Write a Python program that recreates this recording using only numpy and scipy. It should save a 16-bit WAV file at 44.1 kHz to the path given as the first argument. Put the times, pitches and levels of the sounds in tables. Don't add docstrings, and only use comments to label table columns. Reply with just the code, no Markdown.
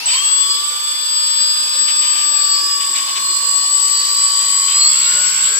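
import sys
import numpy as np
from scipy import signal
from scipy.io import wavfile
from scipy.ndimage import uniform_filter1d

SR = 44100
rng = np.random.default_rng(int(sys.argv[2]) if len(sys.argv) > 2 else 0)


def store_wav(level_fs):
    pcm = np.round(np.clip(np.atleast_2d(level_fs), -1, 1) * 32767)
    wavfile.write(sys.argv[1], SR, pcm.T.astype(np.int16))


N = 246519
TIME = np.arange(N) / SR
MAGNET_PAIRS = 7
STEP = 64


def from_db(db):
    return 10 ** (np.asarray(db) / 20)


def rms_one(x):
    return x / np.sqrt(np.mean(x ** 2) + 1e-20)


def in_time(rows):
    s, *columns = np.transpose(rows)
    return [np.interp(TIME, s, column) for column in columns]


def at_hz(points, hz):
    points = np.array(points)
    return np.interp(np.log(hz), np.log(points[:, 0]), points[:, 1])


def drift(rate):
    pole = np.exp(-80 * np.pi * rate / SR)
    noise = rng.standard_normal(N // 40 + 2002)
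    slow = signal.lfilter([1], [1, -2 * pole, pole * pole], noise)[2000:]
    return np.interp(np.arange(N) / 40, np.arange(len(slow)), rms_one(slow))


def band(x, low, high):
    sos = signal.butter(2, [low, min(high, .45 * SR)], "band", fs=SR, output="sos")
    return signal.sosfilt(sos, x)


def angle(hz):
    return 2 * np.pi * np.cumsum(hz) / SR


def swelling_force(events):
    force = np.zeros(N)
    for s, db, length in events:
        age = np.maximum(TIME - s, 0) / max(length / 2, 1e-3)
        force += from_db(db) * age * np.exp(1 - age)
    return force


# (frequency [Hz], left minus right [dB])
LEFT_MINUS_RIGHT = [(60, -13), (130, -7), (290, -2), (640, 4), (1410, 5.5), (3100, 6.5), (6820, -2.5),
                    (9500, 4.5), (15000, -4.5)]


def lean(hz):
    return from_db(at_hz(LEFT_MINUS_RIGHT, hz) * np.array([[.5], [-.5]]))


def partial(phase, gain, hz, fade_db=1.42, fade_rate=2.3):
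    shortness = min(hz / 2500, 1.1)
    apart = rng.choice([-1, 1]) * rng.uniform(0.62, 1) * shortness
    ears = rng.uniform(0, 2 * np.pi) + np.array([[apart], [-apart]])
    wave = np.sin(((phase % (2 * np.pi)) + ears).astype(np.float32))
    sway = from_db(fade_db * shortness * drift(fade_rate))
    return np.sqrt(2) * gain * sway * lean(hz) * wave


START_SPEED, ROTOR_LAG_S = 60, .15
# (time [s], speed [turns per s])
STEADY_ASKED = [(0, 82.3), (5.12, 82.8), (5.18, 85), (5.35, 83)]
WANDERING_ASKED = [(0, 83), (.62, 91.4), (1.2, 93.9), (1.65, 92.1), (2.0, 92.1), (2.93, 85.1), (3.53, 88.1),
                   (4.07, 88.2), (4.64, 84.3), (4.9, 104)]
CLIMBING_ASKED = [(0, 60), (.09, 100), (.3, 103.5), (.41, 110), (1.02, 118), (1.11, 114.2), (1.49, 120),
                  (2.84, 136.3), (4.66, 148.5), (4.8, 161.5), (5.0, 159.5), (5.59, 163.5)]
LATE_ASKED = [(3.05, 80.5), (3.34, 38), (4.27, 39.7), (4.86, 112.5), (5.4, 116), (5.5, 127)]


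def spin(throttle):
    asked, = in_time(throttle)
    keep = np.exp(-1 / (ROTOR_LAG_S * SR))
    return START_SPEED + signal.lfilter([1 - keep], [1, -keep], asked - START_SPEED)


# (time [s], relative hum level [dB], relative whine level [dB])
STEADY_LEVELS = [(0, -37, -4), (0.28, 2.5, 7.5), (0.7, -2.5, 3.5), (1.3, -3, 5.5), (2.0, -0.5, 5.5),
                 (2.6, -6.5, 3.5), (3.149, 6, -1), (3.9, 2.5, -6), (4.8, 3.5, -2.5), (5.59, 2, -2.5)]
WANDERING_LEVELS = [(0, 1, -1), (0.25, -9, -5), (0.45, 3, -2.5), (1.0, -2.5, -2), (2.6, 4.5, 0),
                    (3.15, 4, -4), (3.9, 2, -2), (4.65, 5, 2), (4.95, -0.5, 0.5), (5.59, 7, -14)]
CLIMBING_LEVELS = [(0, -5.5, -5), (0.299, 4.5, -1.5), (1.0, 9, 1.5), (1.9, 7.5, 7), (2.6, 11, 4),
                   (3.15, 4.5, 5), (4.5, 7.5, 9), (5.05, 9, 5), (5.59, 10.5, 4.5)]
LATE_LEVELS = [(4.55, -63, -51), (4.75, -11, -23), (5.1, 21.5, 7.5), (5.59, 18, -9)]
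# (multiple of the turning rate [1], relative level [dB])
STEADY_PARTIALS = [(13, -40), (14, -46), (18, -38), (21, -38.5), (28, -45.5), (35, -49.5), (36, -41.5),
                   (42, -31), (52, -54), (56, -53.5), (59, -59.5), (63, -43.5), (70, -41), (73, -50),
                   (84, -55), (136, -69)]
WANDERING_PARTIALS = [(13, -36.5), (14, -51.5), (21, -62), (28, -41), (36, -41.5), (42, -36.5), (45, -54),
                      (49, -46), (52, -45), (53, -53), (56, -45.5), (63, -47.5), (70, -58), (84, -49)]
CLIMBING_PARTIALS = [(1, -86.5), (2, -92), (8, -61), (12, -43.5), (13, -39.5), (14, -40), (21, -39.5),
                     (28, -38.5), (31, -54), (32, -60.5), (35, -55), (37, -50), (42, -39.5), (48, -52.5),
                     (49, -59), (56, -58.5), (63, -53.5), (84, -57)]
LATE_PARTIALS = [(13, -38.5), (14, -45.5), (21, -42), (26, -33.5), (28, -42), (35, -47), (42, -61.5),
                 (49, -45), (56, -49)]
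# (multiple of the turning rate [1], time of the extreme [s], width [s], boost [dB])
STEADY_MODES = [(42, 0.17, 0.06, 8.5), (35, 0.18, 0.2, 20), (63, 4.4, 1.9, 13), (36, 3.88, 1.02, 12.5),
                (56, 4.36, 1.45, 18), (73, 4.2, 0.57, 5), (63, 0.22, 0.16, -17), (63, 5.3, 0.11, 8.5),
                (42, 1.56, 0.76, 2)]
WANDERING_MODES = [(56, 0.53, 0.07, 11), (52, 1.177, 0.14, 10), (52, 1.8, 0.5, 7.5), (56, 2.65, 0.19, 8),
                   (56, 4.94, 0.26, 0), (42, 1.5, 0.72, 12), (42, 2.8, 0.25, -2), (42, 5.71, 0.18, 6),
                   (45, 5.25, 0.2, 7), (36, 0.4, 0.34, 15), (49, 3.95, 0.21, 6), (52, 3.7, 0.45, 6)]
CLIMBING_MODES = [(63, 0.12, 0.025, 18.5), (56, 0.15, 0.035, 30), (13, 0.17, 0.067, 10),
                  (37, 0.166, 0.057, 35), (37, 0.56, 0.22, 19), (49, 0.24, 0.14, 28), (28, 0.45, 0.14, 9),
                  (42, 0.5, 0.13, 5), (42, 1.12, 0.4, -21), (13, 2.1, 0.7, 1), (14, 1.3, 1.3, -12),
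                  (35, 0.23, 0.15, 14), (35, 2.526, 0.18, 24.5), (35, 3.84, 0.3, 2), (31, 3.4, 0.39, 17),
                  (32, 4.13, 0.48, 23.5), (28, 4.83, 0.07, 15), (1, 4.4, 1.33, 21), (2, 5.16, 0.31, 28),
                  (28, 4.05, 0.23, 4.5), (28, 5.34, 0.37, -9), (31, 5.1, 0.73, -16), (32, 4.2, 0.12, -7),
                  (42, 5.55, 0.2, 2)]
# (frequency [Hz], relative level [dB])
FRAME_RADIATION = [(110, -38), (160, 13.5), (800, -14), (1150, 0), (1400, -16.5), (2500, -7), (3400, -2.5),
                   (3900, -7.5), (4300, 6.5), (4650, 13.5), (4950, 18), (5400, -9.5), (7000, 8.5),
                   (14500, -4)]


def motor(speed, level_curve, orders, swells, level_db, unsteadiness, strain=0.00701, ripple_db=-58,
          wobble=0.086, flutter_db=0.73, strain_flutter_db=4.5, hum_waver_db=3.0):
    hum, whine = from_db(in_time(level_curve))
    relative_change = np.abs(np.gradient(speed)) * SR / speed
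    pull = np.tanh(uniform_filter1d(relative_change, SR // 10))
    rotor = angle(speed * (1 + (unsteadiness + strain * pull) * drift(35.4)))
    whine = whine * (1 + wobble * np.cos(rotor + drift(7.1)))
    flutter = drift(23)[::STEP]
    named = [order for order, db in orders]
    ripple = [(order, ripple_db - 4 * np.log2(order / 63) + rng.normal(0, 2))
              for order in MAGNET_PAIRS * np.arange(5, 19) if order not in named]
    out = np.zeros((2, N))
    for order, db in list(orders) + ripple:
        hz = order * speed[::STEP]
        boost = sum(up * np.exp(-((TIME[::STEP] - s) / width) ** 2)
                    for swelling, s, width, up in swells if swelling == order)
        if order < MAGNET_PAIRS:
            depth = hum_waver_db
        else:
            depth = flutter_db * (order > 20) + strain_flutter_db * pull[::STEP]
        shaken = depth * np.roll(flutter, rng.integers(len(flutter)))
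        radiated_db = level_db + db + boost + shaken + at_hz(FRAME_RADIATION, hz)
        radiated = np.repeat(from_db(radiated_db), STEP)[:N]
        out += partial(order * rotor, radiated * (hum if order < 20 else whine), hz.mean())
    return out, rotor


# (onset [s], length [s], first speed [turns per s], last speed [turns per s], relative level [dB])
CHIRPS = [(0.0, .11, 61, 74, -33), (2.03, .13, 67, 77, -35), (2.16, .09, 76, 69, -39),
          (2.31, .1, 71, 57, -41), (2.97, .1, 66, 76, -37)]


def false_starts(orders=((14, -7), (42, 1), (84, -1))):
    out = np.zeros((2, N))
    for s, length, first, last, db in CHIRPS:
        progress = np.clip((TIME - s) / length, 0, 1)
        rotor = angle(first + (last - first) * np.sin(progress * np.pi / 2))
        gain = from_db(db) * np.sqrt(np.abs(np.sin(np.pi * progress)))
        for order, order_db in orders:
            out += partial(order * rotor, gain * from_db(order_db), order * last)
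    return out


# (time [s], relative rumble level [dB], relative rattle level [dB], relative hiss level [dB])
BEARING_LEVELS = [(.05, -44.5, -39.5, -32.5), (.14, -45.5, -39.5, -29.5), (.7, -50, -44, -38),
                  (2.1, -47.5, -40.5, -36.5), (2.7, -47, -42.5, -38), (3.9, -47.5, -42, -32),
                  (4.65, -49.5, -40, -34), (5.1, -46, -36, -30.5)]
# (frequency [Hz], relative level per Hz [dB])
ROLLING_COLOUR = [(100, -65), (150, -39.5), (235, -26.5), (295, -30), (370, -28), (470, -28), (590, -34.5),
                  (740, -26), (1050, -21.5), (1630, -23.5), (3380, -16.5), (3900, -17.5), (4710, -9),
                  (5930, -12.5), (7470, -18.5), (9400, -17.5), (11900, -25), (14900, -24)]
# (frequency [Hz], correlation [1])
LEFT_RIGHT_LIKENESS = [(60, -0.29), (180, 0.53), (550, 0.027), (1650, -0.88), (4970, 0.46), (15000, 0.87)]


def bearings(rotor, rumble_db=-5.5, rattle_db=-2.5, hiss_db=-5.5, patchy_db=2.0, lumpy_db=4.5, throb=0.045):
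    rumble, rattle, hiss = in_time(BEARING_LEVELS)
    edges = 104 * 2 ** (np.arange(23) / 3)
    white = rng.standard_normal((2, 2, N))
    zones = [(rumble + rumble_db, 200, 900), (rattle + rattle_db, 2000, 2700), (hiss + hiss_db, 5500, 7300)]
    levels = []
    for db, low, high in zones:
        colour_power = np.sum(from_db(at_hz(ROLLING_COLOUR, np.arange(low, high))) ** 2)
        levels.append(db - 10 * np.log10(colour_power))
    swell = 1 + throb * np.cos(rotor + drift(28))
    out = 0
    for k, (low, high) in enumerate(zip(edges, edges[1:])):
        hz = np.sqrt(low * high)
        zone = int(hz > 1000) + int(hz > 4500)
        mid, side = rms_one(band(white[k % 2], low, high))
        alike = np.clip(at_hz(LEFT_RIGHT_LIKENESS, hz) * (1 - hz / 3000), 0, 1)
        uneven_db = (patchy_db if zone else lumpy_db) * drift(10.0)
        gain = np.sqrt(high - low) * from_db(levels[zone] + at_hz(ROLLING_COLOUR, hz) + uneven_db)
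        noise = np.sqrt(1 + alike) * mid + np.sqrt(1 - alike) * side * [[1], [-1]]
        out = out + gain * lean(hz) * noise * (swell if zone == 1 else 1)
    return out


def ball_tones(rotor, low_db=-57, high_db=-57, fade_s=3.4):
    near = np.clip((fade_s - TIME) / .4, .25, 1) * np.clip(TIME / .3, 0, 1)
    low = partial(4.5 * rotor, from_db(low_db), 370)
    high = partial(9.65 * rotor, from_db(high_db), 800)
    return near * (low + high)


# (multiple of the turning rate [1], loudest at [s], width [s], relative level [dB])
CLIMBING_BALL_HUMS = [(4.5, 1.16, 1.7, -57.5), (2.62, 2.6, 0.61, -57), (3.62, 7.76, 2.6, -50.5),
                      (2.62, 5.38, 0.33, -54.5)]


def ball_hums(rotor, waver_db=5.5):
    out = 0
    for order, s, width, db in CLIMBING_BALL_HUMS:
        gain = from_db(db + waver_db * drift(12.7)) * np.exp(-((TIME - s) / width) ** 2 / 2)
        out = out + partial(order * rotor, gain, 410)
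    return out


IDLE_HZ, LATE_IDLE_HZ, SAG_HZ_PER_SPEED = 7810, 7833, .85


def switching(speed, idle_hz, jitter):
    steady_phase = angle(idle_hz - SAG_HZ_PER_SPEED * speed)
    return steady_phase + jitter * START_SPEED / speed * drift(45)


SWITCH_ON_S, LATE_ON_S = 0.0575, 2
# (time [s], relative left level [dB], relative right level [dB])
STEADY_TONE = [(.06, -16.5, -19), (.38, -10.5, -20), (.78, -22, -21.5), (1.42, -9.5, -24),
               (1.58, -19.5, -24), (1.82, -11, -24.5), (2.54, -12.5, -18.5), (2.62, -23, -24),
               (3.501, -17, -18), (3.58, -10, -42), (4.3, -22.5, -15), (5.59, -54, -64)]
CLIMBING_TONE = [(.14, -25, -19), (.7, -40, -24.5), (2.22, -39, -16), (2.38, -15, -58), (2.78, -23.5, -27),
                 (2.94, -16, -22), (3.18, -38, -37), (3.42, -42, -12.5), (4.06, -19, -29),
                 (4.78, -13.5, -16), (5.59, -32, -15)]
LATE_TONE = [(3.05, -42, -44), (3.69, -27, -22.5), (4.17, -26, -27), (4.25, -18, -23), (4.33, -25.5, -25.5),
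             (4.73, -17.5, -18.5), (5.59, -16.5, -31)]


def squeal(phase, loudness, on_s, level_db, port_phase, fade_db=2.5, fade_rate=9.9):
    powered = np.clip((TIME - on_s) / 0.0011, 0, 1)
    sway_db = fade_db * np.array([drift(fade_rate), drift(fade_rate)])
    ears_db = np.array(in_time(loudness)) + sway_db
    wave = np.sin(phase + np.array([[0], [port_phase]]))
    return np.sqrt(2) * powered * from_db(level_db + ears_db) * wave


MIRRORS_RISE_S = 0.35
# (multiple of the switching rate [1], plus this multiple of the turning rate [1],
# relative level [dB], loudest at [s], width [s])
STEADY_SIDEBANDS = [(1, -35, -55, 4.6, 1.4), (1, -21, -46, 2.2, 4), (1, -14, -55, 4.5, 3.6),
                    (1, 14, -60, 3.5, 4.8), (1, 28, -68, 2.5, 4), (1, 42, -60, 2.5, 4),
                    (1, 70, -58, 2.5, 4), (2, -63, -88, 2.5, 4), (2, -42, -43.5, 2.5, 4.7),
                    (2, -21, -52, 2.5, 4), (2, -14, -50, 1, 2)]
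WANDERING_SIDEBANDS = [(1, -35, -48, 1.4, 0.94), (1, -21, -56, 2.3, 4), (1, -14, -48, 3.4, 4),
                       (1, 14, -45.5, 3.2, 7.6), (1, 42, -46, 3.6, 4.5), (2, -63, -55, 2.5, 4),
                       (2, -42, -60, 2.5, 4), (2, -21, -58, 2.5, 4), (2, -14, -38, 2.5, 4)]
CLIMBING_SIDEBANDS = [(1, -42, -38.5, 0.83, 1.2), (1, -21, -56, 4.2, 1.8), (1, -14, -43.5, 2.2, 3.2),
                      (1, 14, -42.5, 4.3, 3.8), (1, 35, -63, 2.5, 4), (1, 42, -44.5, 1.3, 3),
                      (2, -63, -53, 2.5, 4), (2, -42, -49, 5.1, 4), (2, -21, -64, 2.5, 4),
                      (2, -14, -44, 2.5, 4.5)]


def sidebands(carrier, rotor, mirrors):
    out = 0
    for octave, order, db, s, width in mirrors:
        phase = octave * carrier + order * rotor
        hz = np.maximum(np.gradient(phase[::STEP]) * SR / (2 * np.pi * STEP), 1)
        swell = np.exp(-((TIME[::STEP] - s) / width) ** 2 / 2)
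        gain = from_db(db + at_hz(FRAME_RADIATION, hz)) * swell
        out = out + partial(phase, np.repeat(gain, STEP)[:N], hz.mean())
    return out * np.clip(TIME / MIRRORS_RISE_S, 0, 1) ** 2


# (onset [s], relative peak level [dB], length, twice the rise time [s])
ROTOR_KICKS = [(0.064, -13.5, 0.069), (0.113, -25, 0.048), (0.128, -26, 0.052), (1.873, -12.5, 0.031),
               (2.009, -15.5, 0.075), (2.137, -18.5, 0.081), (2.801, -17, 0.028), (2.94, -13.5, 0.053),
               (3.062, -20, 0.074), (3.156, -19.5, 0.032), (4.67, -17, 0.072)]


def stutter(level_db=-9.0, knocks_per_s=700, ring_db=-2.5, ring_hz=3000):
    force = swelling_force(ROTOR_KICKS)
    knocks = (rng.random(N) < knocks_per_s / SR) * rng.uniform(0.61, 1, N)
    age = np.arange(SR // 50) / SR
    arm = rng.standard_normal((2, len(age))) * np.exp(-age / 0.0098)
    shaken = signal.fftconvolve(knocks[None], arm, axes=1)[:, :N]
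    broad = rms_one(band(shaken, 1500, 6000))
    ring = rms_one(band(shaken, .75 * ring_hz, 1.3 * ring_hz))
    body = broad + from_db(ring_db) * ring
    return from_db(level_db) * force * rms_one(body) * lean(ring_hz)


# (onset [s], relative peak level [dB], length, twice the rise time [s])
HAND_BUMPS = [(1.767, -63, 0.044), (2.213, -63, 0.022), (3.192, -57, 0.033)]


def bumps(low_hz=55, high_hz=130):
    rumble = rms_one(band(rng.standard_normal(N), low_hz, high_hz))
    return swelling_force(HAND_BUMPS) * rumble * lean(low_hz)


KITCHEN_T60_S, KITCHEN_DB = 0.45, -11.5


def kitchen(x):
    age = np.arange(SR // 3) / SR
    tail = rng.standard_normal((2, len(age))) * from_db(-60 * age / KITCHEN_T60_S)
    tail = band(tail, 600, 12000)
    tail /= np.sqrt(np.sum(tail ** 2, axis=1, keepdims=True))
    return x + from_db(KITCHEN_DB) * signal.fftconvolve(x, tail, axes=1)[:, :N]


def scene():
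    steady_speed, wandering_speed = spin(STEADY_ASKED), spin(WANDERING_ASKED)
    climbing_speed, late_speed = spin(CLIMBING_ASKED), spin(LATE_ASKED)
    steady, steady_rotor = motor(
        steady_speed, STEADY_LEVELS, STEADY_PARTIALS, STEADY_MODES,
        level_db=-2.0, unsteadiness=0.00045, ripple_db=-64, wobble=0.15)
    wandering, wandering_rotor = motor(
        wandering_speed, WANDERING_LEVELS, WANDERING_PARTIALS, WANDERING_MODES,
        level_db=0.5, unsteadiness=0.0011)
    climbing, climbing_rotor = motor(
        climbing_speed, CLIMBING_LEVELS, CLIMBING_PARTIALS, CLIMBING_MODES,
        level_db=-3.0, unsteadiness=0.00106, ripple_db=-74)
    late, _ = motor(late_speed, LATE_LEVELS, LATE_PARTIALS, [], level_db=-2.0, unsteadiness=0.00904)

    steady_switch = switching(steady_speed, IDLE_HZ, jitter=0.044)
    wandering_switch = switching(wandering_speed, IDLE_HZ, jitter=0.04)
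    climbing_switch = switching(climbing_speed, IDLE_HZ, jitter=0.026)
    late_switch = switching(late_speed, LATE_IDLE_HZ, jitter=0.2)
    squeals = squeal(steady_switch, STEADY_TONE, SWITCH_ON_S, level_db=-1.0, port_phase=1.93)
    squeals += squeal(climbing_switch, CLIMBING_TONE, SWITCH_ON_S, level_db=-1.5, port_phase=1.43)
    squeals += squeal(late_switch, LATE_TONE, LATE_ON_S, level_db=4.0, port_phase=0.39)
    mirrors = sidebands(steady_switch, steady_rotor, STEADY_SIDEBANDS)
    mirrors += sidebands(wandering_switch, wandering_rotor, WANDERING_SIDEBANDS)
    mirrors += sidebands(climbing_switch, climbing_rotor, CLIMBING_SIDEBANDS)

    rolling = bearings(climbing_rotor) + ball_tones(steady_rotor) + ball_hums(climbing_rotor)
    motors = steady + wandering + climbing + late
    whines = kitchen(motors + mirrors * (TIME > SWITCH_ON_S) + false_starts())
    return whines + squeals + rolling + stutter() + bumps()


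CUTOFF_HZ = 14600


def record(dry):
    rounded = dry / (1 + (dry / .95) ** 8) ** (1 / 8)
    thin = signal.sosfilt(signal.butter(2, 110, "high", fs=SR, output="sos"), rounded)
    return signal.sosfilt(signal.ellip(10, .1, 80, CUTOFF_HZ, fs=SR, output="sos"), thin)


dry = scene()
out = record(dry)
store_wav(out)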